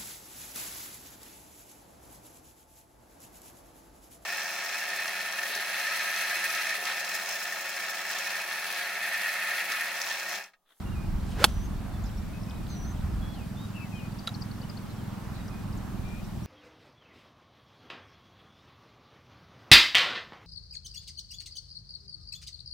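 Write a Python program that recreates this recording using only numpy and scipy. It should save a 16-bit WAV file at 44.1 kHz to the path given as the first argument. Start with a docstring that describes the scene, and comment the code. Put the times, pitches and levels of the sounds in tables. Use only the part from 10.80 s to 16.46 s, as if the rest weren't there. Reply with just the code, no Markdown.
"""Golf shot on a fairway

An iron swishes down, a hiss with rising fuzzy tones, and strikes a ball: short ringing tones and torn turf.
Behind it a far mower engine throbs as a stack of tones, under shaped noise for far roar and wind.
Birds whistle and chip as gliding tones, fainter ones as fluttering noise; cloth rustles as shaped noise.
About three seconds after the shot a small hard thing ticks nearby and rebounds."""
import sys
import numpy as np
from scipy import signal
from scipy.fft import rfft, irfft
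from scipy.io import wavfile
from scipy.ndimage import uniform_filter1d

SR = 44100
rng = np.random.default_rng(int(sys.argv[2]) if len(sys.argv) > 2 else 0)


def materialize(psi):
    """Save the field psi as 16-bit PCM at rate SR to the path in sys.argv[1].

    A 1-D psi becomes a single channel; in a 2-D psi each row is a channel.
    """
    bounded = np.clip(np.atleast_2d(psi).T, -1, 1)
    quanta = np.round(bounded * 32767).astype(np.int16)
    wavfile.write(sys.argv[1], SR, quanta)


N = 249606  # length in samples
T = np.arange(N) / SR  # time in seconds

# In "colour" tables the level is relative; the finished noise is scaled to an overall strength of 1.
# "Likeness" runs from 0 (left and right unrelated) to 1 (the same). "Lean" is left minus right.

# Far roar, colour: f/Hz, level/dB
ROAR_COLOUR = [(60, -14), (110, -5), (190, -3.5), (280, -11), (480, -21.5), (750, -19), (1300, -22.5),
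               (2100, -29.5), (3200, -32.5), (4500, -34), (6500, -37.5), (9000, -41.5), (12500, -42),
               (15900, -43.5)]
# Far roar, likeness: f/Hz, likeness/0-1
ROAR_LIKENESS = [(60, 0.73), (130, 1), (290, 0.16), (640, 0.64), (1400, 0.66), (3100, 0.32), (5500, 0.42),
                 (6800, 0.086), (7600, 0.99), (9000, 1), (15000, 1)]
# Far roar, lean: f/Hz, lean/dB
ROAR_LEAN = [(60, 6), (110, 0.5), (200, 0.5), (380, 3), (700, -3.0), (1290, -4), (2380, 2.0), (4400, 0.5),
             (8120, 0.5), (15000, -0.5)]
# Far roar, rise and fall of its middle range: t/s, level/dB
ROAR_SWELL = [(0, 1), (1.2, 1), (1.7, -.5), (2.2, 1), (2.7, -.5), (3.9, 0), (4.5, 2), (5.3, 0),
              (5.66, -2.5)]
ROAR_DB = -41.5

# Engine, how far firings fall behind a steady beat: t/s, lag/turns
FIRING_LAG = [(0, .13), (1.25, .14), (2.5, .09), (3.1, -.03), (3.75, -.1), (4.75, -.05), (5, .07),
              (5.66, .1)]
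# Engine, tones of the exhaust before the left-right lean: multiple of the firing rate, level/dB
EXHAUST_TONES = [(3, -73), (4, -52.5), (5, -44.5), (6, -48.5), (7, -52), (8, -52), (9, -46.5), (10, -48.5),
                 (11, -54.5), (14, -58.5)]
FIRING_HZ = 21
RIGHT_DELAY_S = .0006

# Wind strength before random lumps: t/s, level/dB
WIND_GUSTS = [(0, -36.5), (.3, -30.5), (.55, -34), (.85, -31), (1.05, -39), (1.33, -33.5), (1.6, -40.5),
              (1.9, -37), (2.4, -32.5), (2.8, -46), (3.45, -48), (3.75, -44), (4.2, -51), (4.6, -43),
              (4.92, -37), (5.16, -36.5), (5.4, -38.5), (5.66, -34)]
# Wind, colour: f/Hz, level/dB
WIND_COLOUR = [(12, -35), (25, -9), (40, -2.5), (70, -5.5), (120, -14.5), (200, -21), (350, -26),
               (600, -81)]
# Wind, likeness: f/Hz, likeness/0-1
WIND_LIKENESS = [(20, 1.0), (45, 0.96), (80, 0.82), (200, 0.23)]
# Wind, lean: f/Hz, lean/dB
WIND_LEAN = [(20, -0.63), (200, -1.5)]
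LUMP_DB, LUMPS_PER_S = 2, 8.3  # random buffeting

# Rough far bird chatter: t/s, level/dB, centre f/Hz, length/s
FAR_CHATTER = [(0.388, -59, 4000, 0.043), (1.232, -57, 5200, 0.065), (1.856, -55, 4200, 0.14),
               (2.521, -57, 4200, 0.056), (4.086, -57, 4100, 0.042), (4.524, -55.5, 4030, 0.085),
               (4.584, -55, 1940, 0.039), (4.6, -62, 3250, .03), (4.92, -57, 4800, .02),
               (5.432, -59, 5500, .04)]
# Bird whistles that hold a pitch, glide and hold again: t/s, length/s, level/dB, from f/Hz, to f/Hz,
# glide begins/0-1, glide ends/0-1, level change over the note/dB, left minus right/dB
WHISTLE_NOTES = [ (.05, 0.055, -60, 2815, 2770, 0, .9, -1, -8),
                 (.11, .155, -59, 2810, 2465, 0.18, 0.3, -2, -6),
                 (1.13, .05, -61, 3480, 3520, .1, .6, -4, 3),
                 (1.371, 0.026, -51, 5560, 5600, .1, .4, -8, 7),
                 (1.528, .08, -57.5, 2540, 2560, 0.4, .9, -6, 9),
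                 (1.67, 0.19, -60.5, 2515, 2475, 0.16, 0.88, -11, 14),
                 (2.04, 0.026, -56, 4330, 4250, .4, .9, -1, -8),
                 (2.405, .25, -57.5, 3360, 2480, .57, .84, -2, 2),
                 (2.76, 0.11, -55, 3530, 3790, 0.1, 0.57, -2, 1),
                 (2.939, .113, -56, 2668, 2610, 0.2, 0.37, 3, 13.5),
                 (2.946, 0.14, -50.5, 2830, 1990, 0.13, 0.94, -12, 5),
                 (3.116, .17, -57.5, 2680, 2470, .01, .12, -6, 19),
                 (3.145, .08, -57.5, 3160, 2710, 0.33, .82, 2, 4),
                 (3.425, 0.033, -63, 4570, 4420, 0.4, .99, -2, 1),
                 (3.825, 0.028, -52, 2900, 3000, 0.1, 0.5, -4, 2),
                 (4.018, .03, -61, 4330, 4260, .4, .99, -6, -3),
                 (4.18, 0.056, -62, 3280, 2800, .1, .99, -4, 2.5),
                 (4.595, .03, -57, 3915, 3710, .01, 0.9, -5, -6),
                 (4.695, 0.15, -60, 2500, 2460, 0, .9, -7, -5),
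                 (5.135, .07, -67.5, 3130, 2400, .01, 0.6, -1, -5),
                 (5.234, .18, -64.5, 2390, 2470, .5, 1, 1.5, 23.5),
                 (5.623, 0.041, -57.5, 5640, 5870, 0.3, .55, -1, -3)]
# Thin high calls that sag and flick up, one list a call: t/s, f/Hz
SEEP_PITCHES = [
    [(.67, 6000), (.8, 5900), (.824, 5914), (.846, 6485), (.875, 6060)],
    [(1.888, 6400), (1.96, 5900), (1.99, 5930), (2.02, 5860), (2.06, 5930), (2.08, 6300), (2.091, 6060),
     (2.11, 6350), (2.13, 5760)],
]
# Loudness of each thin call: opening level/dB, closing level/dB
SEEP_LOUDNESS = [(-64, -56), (-53.5, -55)]
# Chips whose pitch arches up and down: t/s, peak level/dB, top f/Hz
ARCHED_CHIPS = [(3.318, -53.5, 4770), (3.389, -47, 4760), (3.467, -40, 5000), (3.544, -42.5, 4550),
                (3.618, -38.5, 4940), (3.71, -47, 4530), (3.814, -49, 4720), (3.895, -43.5, 5080),
                (3.97, -45, 4570)]
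# Quick pitch slides: t/s, peak level/dB, from f/Hz, to f/Hz, left minus right/dB, length/s
QUICK_SLIDES = [(1.238, -55, 7350, 6560, 11, .006), (1.239, -56, 3720, 3400, 2, 0.012),
                (1.26, -54, 7000, 5300, 7, 0.0038), (1.297, -52, 3400, 2800, 0, .005),
                (1.633, -49.5, 5660, 5000, 7, 0.0065), (1.697, -47.5, 5740, 4400, 7, 0.005),
                (1.708, -48, 4300, 2800, 2, 0.0044), (1.867, -48, 4860, 2590, -3, 0.0044),
                (1.9, -55, 5000, 4000, -2, .006), (2.145, -60, 3500, 2820, 0, 0.049),
                (2.208, -50, 4540, 3300, -5, .006), (3.385, -53, 5000, 6350, 7, 0.0125),
                (3.54, -47, 4770, 6100, 6, 0.0046), (3.556, -52, 6200, 5000, 6, 0.0061),
                (3.612, -52, 5000, 6100, 6, .006), (3.63, -55, 6100, 5200, 6, 0.0056),
                (4.677, -52.5, 6500, 4530, 0, 0.014), (4.97, -56, 8400, 5000, 0, 0.023),
                (5.281, -57, 6300, 5300, 3, .012)]
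SWELL_S = 0.013  # a whistle opens and closes over this time
CHIP_S, CHIP_ARCH_HZ, CHIP_PAN_DB = 0.011, 850, 10

# Rubs of shirt and sleeves: t/s, peak level/dB
CLOTH_RUBS = [(.52, -53), (.65, -51)]
# Cloth, colour: f/Hz, level/dB
CLOTH_COLOUR = [(1500, -19), (3000, 9), (6000, -1.0), (9000, -0.5), (15000, -19.0)]
# Cloth, likeness: f/Hz, likeness/0-1
CLOTH_LIKENESS = [(3000, 0.68), (9000, 1.0)]
# Cloth, lean: f/Hz, lean/dB
CLOTH_LEAN = [(3000, 0), (9000, 0)]
RUB_RISE_DB_PER_S, RUB_FALL_DB_PER_S, RUB_TAIL_DB, RUB_END_S = 140, 150, -65.5, 1.3

# Tones of the small hard thing: f/Hz, level/dB, time to fall 60 dB/s
TICK_TONES = [(1350, -39, 0.022), (1950, -43, 0.017), (2720, -57, 0.0085), (3420, -28, 0.016),
              (3820, -32, 0.045), (3860, -24, 0.037), (4830, -46, 0.009), (7040, -41, .006),
              (11300, -33, .005)]
# A tick and its rebounds: t/s, level/dB, tilt/dB per octave
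TICK_TOUCHES = [(3.474, 0, -0.5), (3.4783, 4.5, -14), (3.4798, -8, -4), (3.491, -17, 3)]

# Club swing: t/s, hiss level/dB, f/Hz of the eddies shed by the shaft
SWING_PATH = [(.38, -57, 150), (.5, -60, 200), (.56, -51, 240), (.6, -38, 400), (.636, -33.5, 670),
              (.645, -52, 620), (.67, -66, 495), (.72, -60, 350), (.9, -68, 200)]
# Swing hiss, colour: f/Hz, level/dB
SWISH_COLOUR = [(180, -31), (300, 3), (658, -17), (1370, -3.5), (2400, -9), (7180, -21), (7920, -24),
                (8600, -24), (15000, -38)]
# Swing hiss, likeness: f/Hz, likeness/0-1
SWISH_LIKENESS = [(300, 0.94), (15000, 0.76)]
# Swing hiss, lean: f/Hz, lean/dB
SWISH_LEAN = [(300, 1), (15000, -6.0)]

# Tones of club head and ball: f/Hz, level/dB, time to fall 60 dB/s
HEAD_TONES = [(363, -17, 0.021), (832, -12, 0.018), (1220, -19, 0.012), (1570, -6, 0.013),
              (2060, -11, 0.013), (2730, -10, 0.012), (3380, -2, 0.011), (3860, -13.5, 0.0085),
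              (4290, -1, 0.0087), (5520, -12, 0.0073), (8000, -23, .008), (9300, -10, 0.0073),
              (11200, -28, .008), (13900, -25, .008)]
# The ball, then the sole skidding into turf: t/s, level/dB
HEAD_BLOWS = [(.6417, 0), (.6439, -9), (.6451, -11), (.6474, -13)]
# The ball flattening and springing back, then the dull thud of the ground:
# f/Hz, level/dB, time to fall 60 dB/s
SQUASH_AND_THUD = [(1380, -4.5, .006), (168, -26.5, 0.027)]
# Torn turf, colour: f/Hz, level/dB
TEAR_COLOUR = [(200, -5.5), (800, 6.5), (1800, -7.5), (3000, 0), (4300, -0.5), (6000, -8.5), (11000, -5.5),
               (15500, -24)]
# Fine soil and grass tips, colour: f/Hz, level/dB
SPRAY_COLOUR = [(6000, -20), (9000, -10), (12000, 2), (15500, 1)]
# Turf and soil, likeness: f/Hz, likeness/0-1
TURF_LIKENESS = [(300, 1.0), (2500, 0.81), (12000, 0.95)]
# Turf and soil, lean: f/Hz, lean/dB
TURF_LEAN = [(300, 2), (9000, -3.5)]
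# Loose soil dropping back: t/s, level/dB, rise/dB per s, fall/dB per s
FALLING_CLODS = (.693, -48, 800, 800)
# The camera body turns the phase between its ports for the strike: f/Hz, left leads/radians
PORT_PHASE = [(300, .1), (3300, 0.16), (4500, 1.2), (5900, 1.6), (7000, 0.59), (8500, 0.46), (9500, 2.1),
              (10600, .6), (15000, 0.72)]
# The sole digs in, drags, lets go fast and leaves a slower crumble.
DIG_S, DIG_DB, BITE_DB_PER_S, DRAG_S, DRAG_DB = .642, -12, 19000, .0045, -3.5  # DRAG_DB: change over the drag
LET_GO_DB_PER_S, CRUMBLE_DB, CRUMBLE_DB_PER_S = 2900, -25.5, 1200
BRUSH_S, BRUSH_DB, BRUSH_RISE_DB_PER_S = .6415, -21, 5002  # the sole combs grass tips just before the ball
SPRAY_S, SPRAY_DB, SPRAY_HOLD_S, SPRAY_SAG_DB, SPRAY_EDGE_DB_PER_S = 0.646, -40, 0.021, -7, 3500

EDGE_HZ = 15880  # top of the sound


def gain_of(db):
    """Turns dB into a factor."""
    return 10 ** (np.asarray(db) / 20)


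def evened(x):
    """Scales a sound to an overall (rms) strength of 1."""
    return x / np.sqrt(np.mean(x ** 2) + 1e-20)


def read(points, hz):
    """Reads a table between its points, on a log-frequency axis."""
    f, value = np.transpose(points)
    return np.interp(np.log(hz + 1), np.log(f + 1), value)


def curve(rows, t, axis=1):
    """Reads one column of a time table, joining its points by straight lines."""
    return np.interp(t, [r[0] for r in rows], [r[axis] for r in rows])


def peak(s, db, rise, fall):
    """A level in dB that climbs to db at time s and drops away, both in dB a second."""
    return db - np.where(T < s, rise * (s - T), fall * (T - s))


def plateau(s, db, hold_s, sag_db, rise, fall):
    """A level in dB that climbs, changes by sag_db over a hold, and drops away."""
    held = db + sag_db * np.clip((T - s) / hold_s, 0, 1)
    return held - rise * np.maximum(s - T, 0) - fall * np.maximum(T - s - hold_s, 0)


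def add(mix, s, sound, pan_db):
    """Adds a sound at time s; pan_db is left minus right."""
    part = mix[:, round(s * SR):][:, :sound.shape[-1]]
    sides = gain_of(np.outer([.5, -.5], pan_db))
    part += (sides * sound)[:, :part.shape[1]]


def noise(colour, same, lean_db, patchy_db, size):
    """Two-channel noise of rms 1 from random short-time spectra with drifting patches."""
    hz = np.fft.rfftfreq(size, 1 / SR)
    a, b, c, d, patches = rng.standard_normal((4 * N // size + 5, len(hz), 5)).T
    # Smoothing over pitch, then over time, makes the patches drift.
    patches = uniform_filter1d(patches, size=9, axis=0)
    patches = evened(uniform_filter1d(patches, size=12, axis=1))
    same = np.clip(read(same, hz), -1, 1)[:, None]
    left = a + 1j * b
    right = same * left + np.sqrt(1 - same ** 2) * (c + 1j * d)
    lean = read(lean_db, hz)[:, None] / 2
    level = read(colour, hz)[:, None] + patchy_db * patches
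    spectra = np.array([left, right]) * gain_of(level + np.array([lean, -lean]))
    return evened(signal.istft(spectra, nperseg=size, noverlap=3 * size // 4)[1][:, :N])


def resonate(x, hz, width):
    """A resonance of gain 1: shifts the pitch curve hz down to zero, smooths, and shifts back."""
    turn = np.exp(2j * np.pi * np.cumsum(hz) / SR)
    r = np.exp(-np.pi * width / SR)  # width in Hz
    return 2 * (turn * signal.lfilter([1 - r], [1, -r], x / turn)).real


def ring(modes, tilt_db, contact_s):
    """The tones of a struck body build up while the contact lasts, then die."""
    t = np.arange(4000) / SR
    tones = 0
    for hz, db, t60 in modes:
        level = db + tilt_db * np.log2(hz / 2000) - 60 * t / t60
        tones = tones + gain_of(level) * np.sin(2 * np.pi * hz * t)
    return tones * (1 - np.exp(-t / contact_s))


def air():
    """The far roar of machines and trees with microphone hiss on top; its middle range swells."""
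    steady = noise(ROAR_COLOUR, ROAR_LIKENESS, ROAR_LEAN, patchy_db=1.12, size=1024)
    band = signal.butter(2, [450, 2200], "band", fs=SR, output="sos")
    middle = signal.sosfiltfilt(band, steady)
    extra = gain_of(curve(ROAR_SWELL, T)) - 1
    return gain_of(ROAR_DB) * (steady + middle * extra)


def engine():
    """One thump a firing, uneven in strength; it reaches the right microphone a little later."""
    turns = FIRING_HZ * (T - np.array([[0], [RIGHT_DELAY_S]])) - curve(FIRING_LAG, T)
    thumps = 0
    for k, db in EXHAUST_TONES:
        thumps = thumps + np.sqrt(2) * gain_of(db) * np.cos(2 * np.pi * round(k) * turns - 1.7)
    # One random strength a firing, joined by straight lines.
    uneven = np.interp(turns[0], np.arange(-2, 130) + .5, rng.standard_normal(132))
    lean_db = np.array([[-1.2], [1.2]])
    return thumps * gain_of(1.7 * uneven + lean_db)


def wind():
    """Lumpy air pressure on the microphone ports, heard as a low rumble."""
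    lumps = np.interp(T * LUMPS_PER_S, np.arange(100), rng.standard_normal(100))
    rumble = noise(WIND_COLOUR, WIND_LIKENESS, WIND_LEAN, patchy_db=-1.5, size=4096)
    return gain_of(curve(WIND_GUSTS, T) + LUMP_DB * lumps) * rumble


def note(hz, rough):
    """A near sine that flutters in level (by about rough dB) and wavers in pitch."""
    random = rng.standard_normal((2, len(hz)))
    flutter, waver = uniform_filter1d(random, size=150) * np.sqrt(150)
    turns = np.cumsum(hz * (1 + 0.0072 * waver)) / SR
    return gain_of(rough * flutter) * np.sin(2 * np.pi * turns)


def whistle(hz, start_db, end_db):
    """A note that opens, drifts from one level to another and closes."""
    t = np.arange(len(hz)) / SR
    edges = np.clip(np.minimum(t, t[::-1]) / SWELL_S, 0, 1)
    level = np.sqrt(2) * gain_of(np.linspace(start_db, end_db, len(t)))
    smooth_hz = uniform_filter1d(hz, size=200, mode="nearest")
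    return edges * level * note(smooth_hz, 1.7)


def twitter():
    """Many faint far chirps at random moments, pitches and sides."""
    out, u = np.zeros((2, N)), np.linspace(0, 1, 500)
    for s, pitch, glide, size, side in rng.random((120, 5)):
        hz = 2300 * 2.6 ** pitch * (1 + .5 * (glide - .7) * u)
        level = gain_of(-68 + 7 * size)
        chirp = level * note(hz, 2.5) * np.sin(np.pi * u)
        add(out, s * N / SR, chirp, 12 * (side - .5))
    return out


def chatter():
    """Birds too far to keep a pitch: fluttering noise passed twice through one resonance."""
    out = np.zeros((2, N))
    for s, db, hz, length in FAR_CHATTER:
        count = round(length * SR)
        raw, centre = rng.standard_normal((2, count)), np.full(count, hz)
        rough = resonate(resonate(raw, centre, 700.), centre, 700.)
        add(out, s, gain_of(db) * evened(rough) * np.hanning(count), -1.5)
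    return out


def birds():
    """Small birds sing moving tones: gliding whistles, thin high calls, arched chips, quick slides."""
    out = np.zeros((2, N))
    for s, length, db, start_hz, end_hz, begin, end, fade_db, pan_db in WHISTLE_NOTES:
        u = np.linspace(0, 1, round(length * SR))
        glide = np.clip((u - begin) / max(end - begin, .02), 0, 1)
        hz = start_hz + (end_hz - start_hz) * glide
        add(out, s, whistle(hz, db, db + fade_db), pan_db)
    for rows, levels in zip(SEEP_PITCHES, SEEP_LOUDNESS):
        t = np.arange(rows[0][0], rows[-1][0], 1 / SR)
        add(out, t[0], whistle(curve(rows, t), *levels), -.4)
    u = np.linspace(-1, 1, round(CHIP_S * SR))
    for s, db, hz in ARCHED_CHIPS:
        chip = note(hz - CHIP_ARCH_HZ * u ** 2, 0.81) * (1 - u ** 2)
        add(out, s, gain_of(db) * chip, CHIP_PAN_DB)
    for s, db, start_hz, end_hz, pan_db, length in QUICK_SLIDES:
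        hz = np.geomspace(start_hz, end_hz, round(length * SR))
        slide = note(hz, 2.2) * signal.windows.tukey(len(hz), .6)
        add(out, s, gain_of(db) * slide, pan_db)
    return out


def field(x):
    """Faint scattered echoes from ground and trees: sparse taps of random sign, dying fast."""
    taps = np.zeros((2, 8000))
    at = np.arange(200, 7980, 20) + rng.integers(0, 20, (2, 389))
    np.put_along_axis(taps, at, rng.choice([-1., 1.], at.shape), 1)
    taps *= gain_of(-60 * np.arange(8000) / SR / 0.26)  # falls 60 dB in 0.26 s
    return signal.fftconvolve(x, taps / np.linalg.norm(taps[0]), axes=1)[:, :N]


def rustle():
    """Cloth rubs twice as the body turns, then settles."""
    cloth = noise(CLOTH_COLOUR, CLOTH_LIKENESS, CLOTH_LEAN, patchy_db=2.2, size=256)
    rubs = np.max([peak(s, db, RUB_RISE_DB_PER_S, RUB_FALL_DB_PER_S) for s, db in CLOTH_RUBS], axis=0)
    last_s = CLOTH_RUBS[-1][0]
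    fade = np.clip((RUB_END_S - T) / (RUB_END_S - last_s), 0, 1)
    settling = gain_of(RUB_TAIL_DB) * (T > last_s) * fade
    return (gain_of(rubs) + settling) * cloth


def tick():
    """A small hard thing is tapped and rebounds; each touch rings and gives a short noisy snap."""
    out, t = np.zeros((2, N)), np.arange(1500) / SR
    for s, db, tilt_db in TICK_TOUCHES:
        add(out, s, gain_of(db) * ring(TICK_TONES, tilt_db, 0.00012), -2.5)
        snap = uniform_filter1d(rng.standard_normal(len(t)), size=3)
        snap_db = db + 1.3 * tilt_db - 30 - 60 * t / 0.035
        add(out, s, gain_of(snap_db) * snap, -1.5)
    return out


def swing():
    """Eddies behind shaft and head: hiss and fuzzy tones that brighten and rise with the club's speed."""
    hiss = noise(SWISH_COLOUR, SWISH_LIKENESS, SWISH_LEAN, patchy_db=0.5, size=256)
    hz, raw = curve(SWING_PATH, T, axis=2), rng.standard_normal(N)
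    # The higher the eddy pitch, the more treble is left in the hiss.
    dull = signal.lfilter(*signal.butter(1, 2500, fs=SR), hiss)
    hiss = dull + (hiss - dull) * np.clip(hz / 650, 0, 1) ** 0.69
    tones = evened(resonate(raw, hz, 60.0)) + 0.51 * evened(resonate(raw, 2 * hz, 110.0))
    moving = (T > SWING_PATH[0][0]) * (T < SWING_PATH[-1][0])
    return gain_of(curve(SWING_PATH, T)) * (hiss + tones) * moving


def blows():
    """The head rings at each blow; at the first the ball squashes and the ground thuds."""
    out = np.zeros((2, N))
    for s, db in HEAD_BLOWS:
        add(out, s, gain_of(db) * ring(HEAD_TONES, 0, 0.00015), -2.2)
    add(out, HEAD_BLOWS[0][0], ring(SQUASH_AND_THUD, 0, 0.0001), -1.5)
    return out


def torn_turf():
    """Turf tears as the sole digs and drags, crumbles after it, and loose clods drop back."""
    dig = plateau(DIG_S, DIG_DB, DRAG_S, DRAG_DB, BITE_DB_PER_S, LET_GO_DB_PER_S)
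    crumble = peak(DIG_S + DRAG_S, CRUMBLE_DB, BITE_DB_PER_S, CRUMBLE_DB_PER_S)
    level = gain_of(dig) + gain_of(crumble) + gain_of(peak(*FALLING_CLODS))
    return level * noise(TEAR_COLOUR, TURF_LIKENESS, TURF_LEAN, patchy_db=-0.5, size=128)


def grass_and_spray():
    """A high hiss as the sole brushes the grass tips, then as fine soil sprays."""
    brush = peak(BRUSH_S, BRUSH_DB, BRUSH_RISE_DB_PER_S, BITE_DB_PER_S)
    spray = plateau(SPRAY_S, SPRAY_DB, SPRAY_HOLD_S, SPRAY_SAG_DB, SPRAY_EDGE_DB_PER_S, SPRAY_EDGE_DB_PER_S)
    hiss = noise(SPRAY_COLOUR, TURF_LIKENESS, TURF_LEAN, patchy_db=2.2, size=128)
    return hiss * (gain_of(brush) + gain_of(spray))


def ports(x):
    """The camera body shifts timing between its ports: left and right each turn half the phase."""
    phase = read(PORT_PHASE, np.fft.rfftfreq(N, 1 / SR))
    turn = np.exp(.5j * np.outer([1, -1], phase))
    return irfft(rfft(x) * turn, N)


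def strike():
    """Club meets ball and ground: ringing blows, tearing turf and sprayed soil reach the ports."""
    return ports(blows() + torn_turf() + grass_and_spray())


def scene():
    """All sources on the fairway, with faint echoes of the birds, strike and tick."""
    song = twitter() + chatter() + birds()
    near = tick() + strike()
    echoes = field(gain_of(-34.0) * near + gain_of(-13.5) * song)
    return air() + engine() + wind() + song + echoes + rustle() + swing() + near


def record(dry):
    """The input overloads, cutting peaks flat at 0.94; then a low-pass removes the highest treble."""
    clipped = np.clip(dry, -.94, .94)
    low_pass = signal.firwin(511, EDGE_HZ, window=("kaiser", 9), fs=SR)
    return signal.oaconvolve(clipped, low_pass[None], "same")


dry = scene()
out = record(dry)
materialize(out)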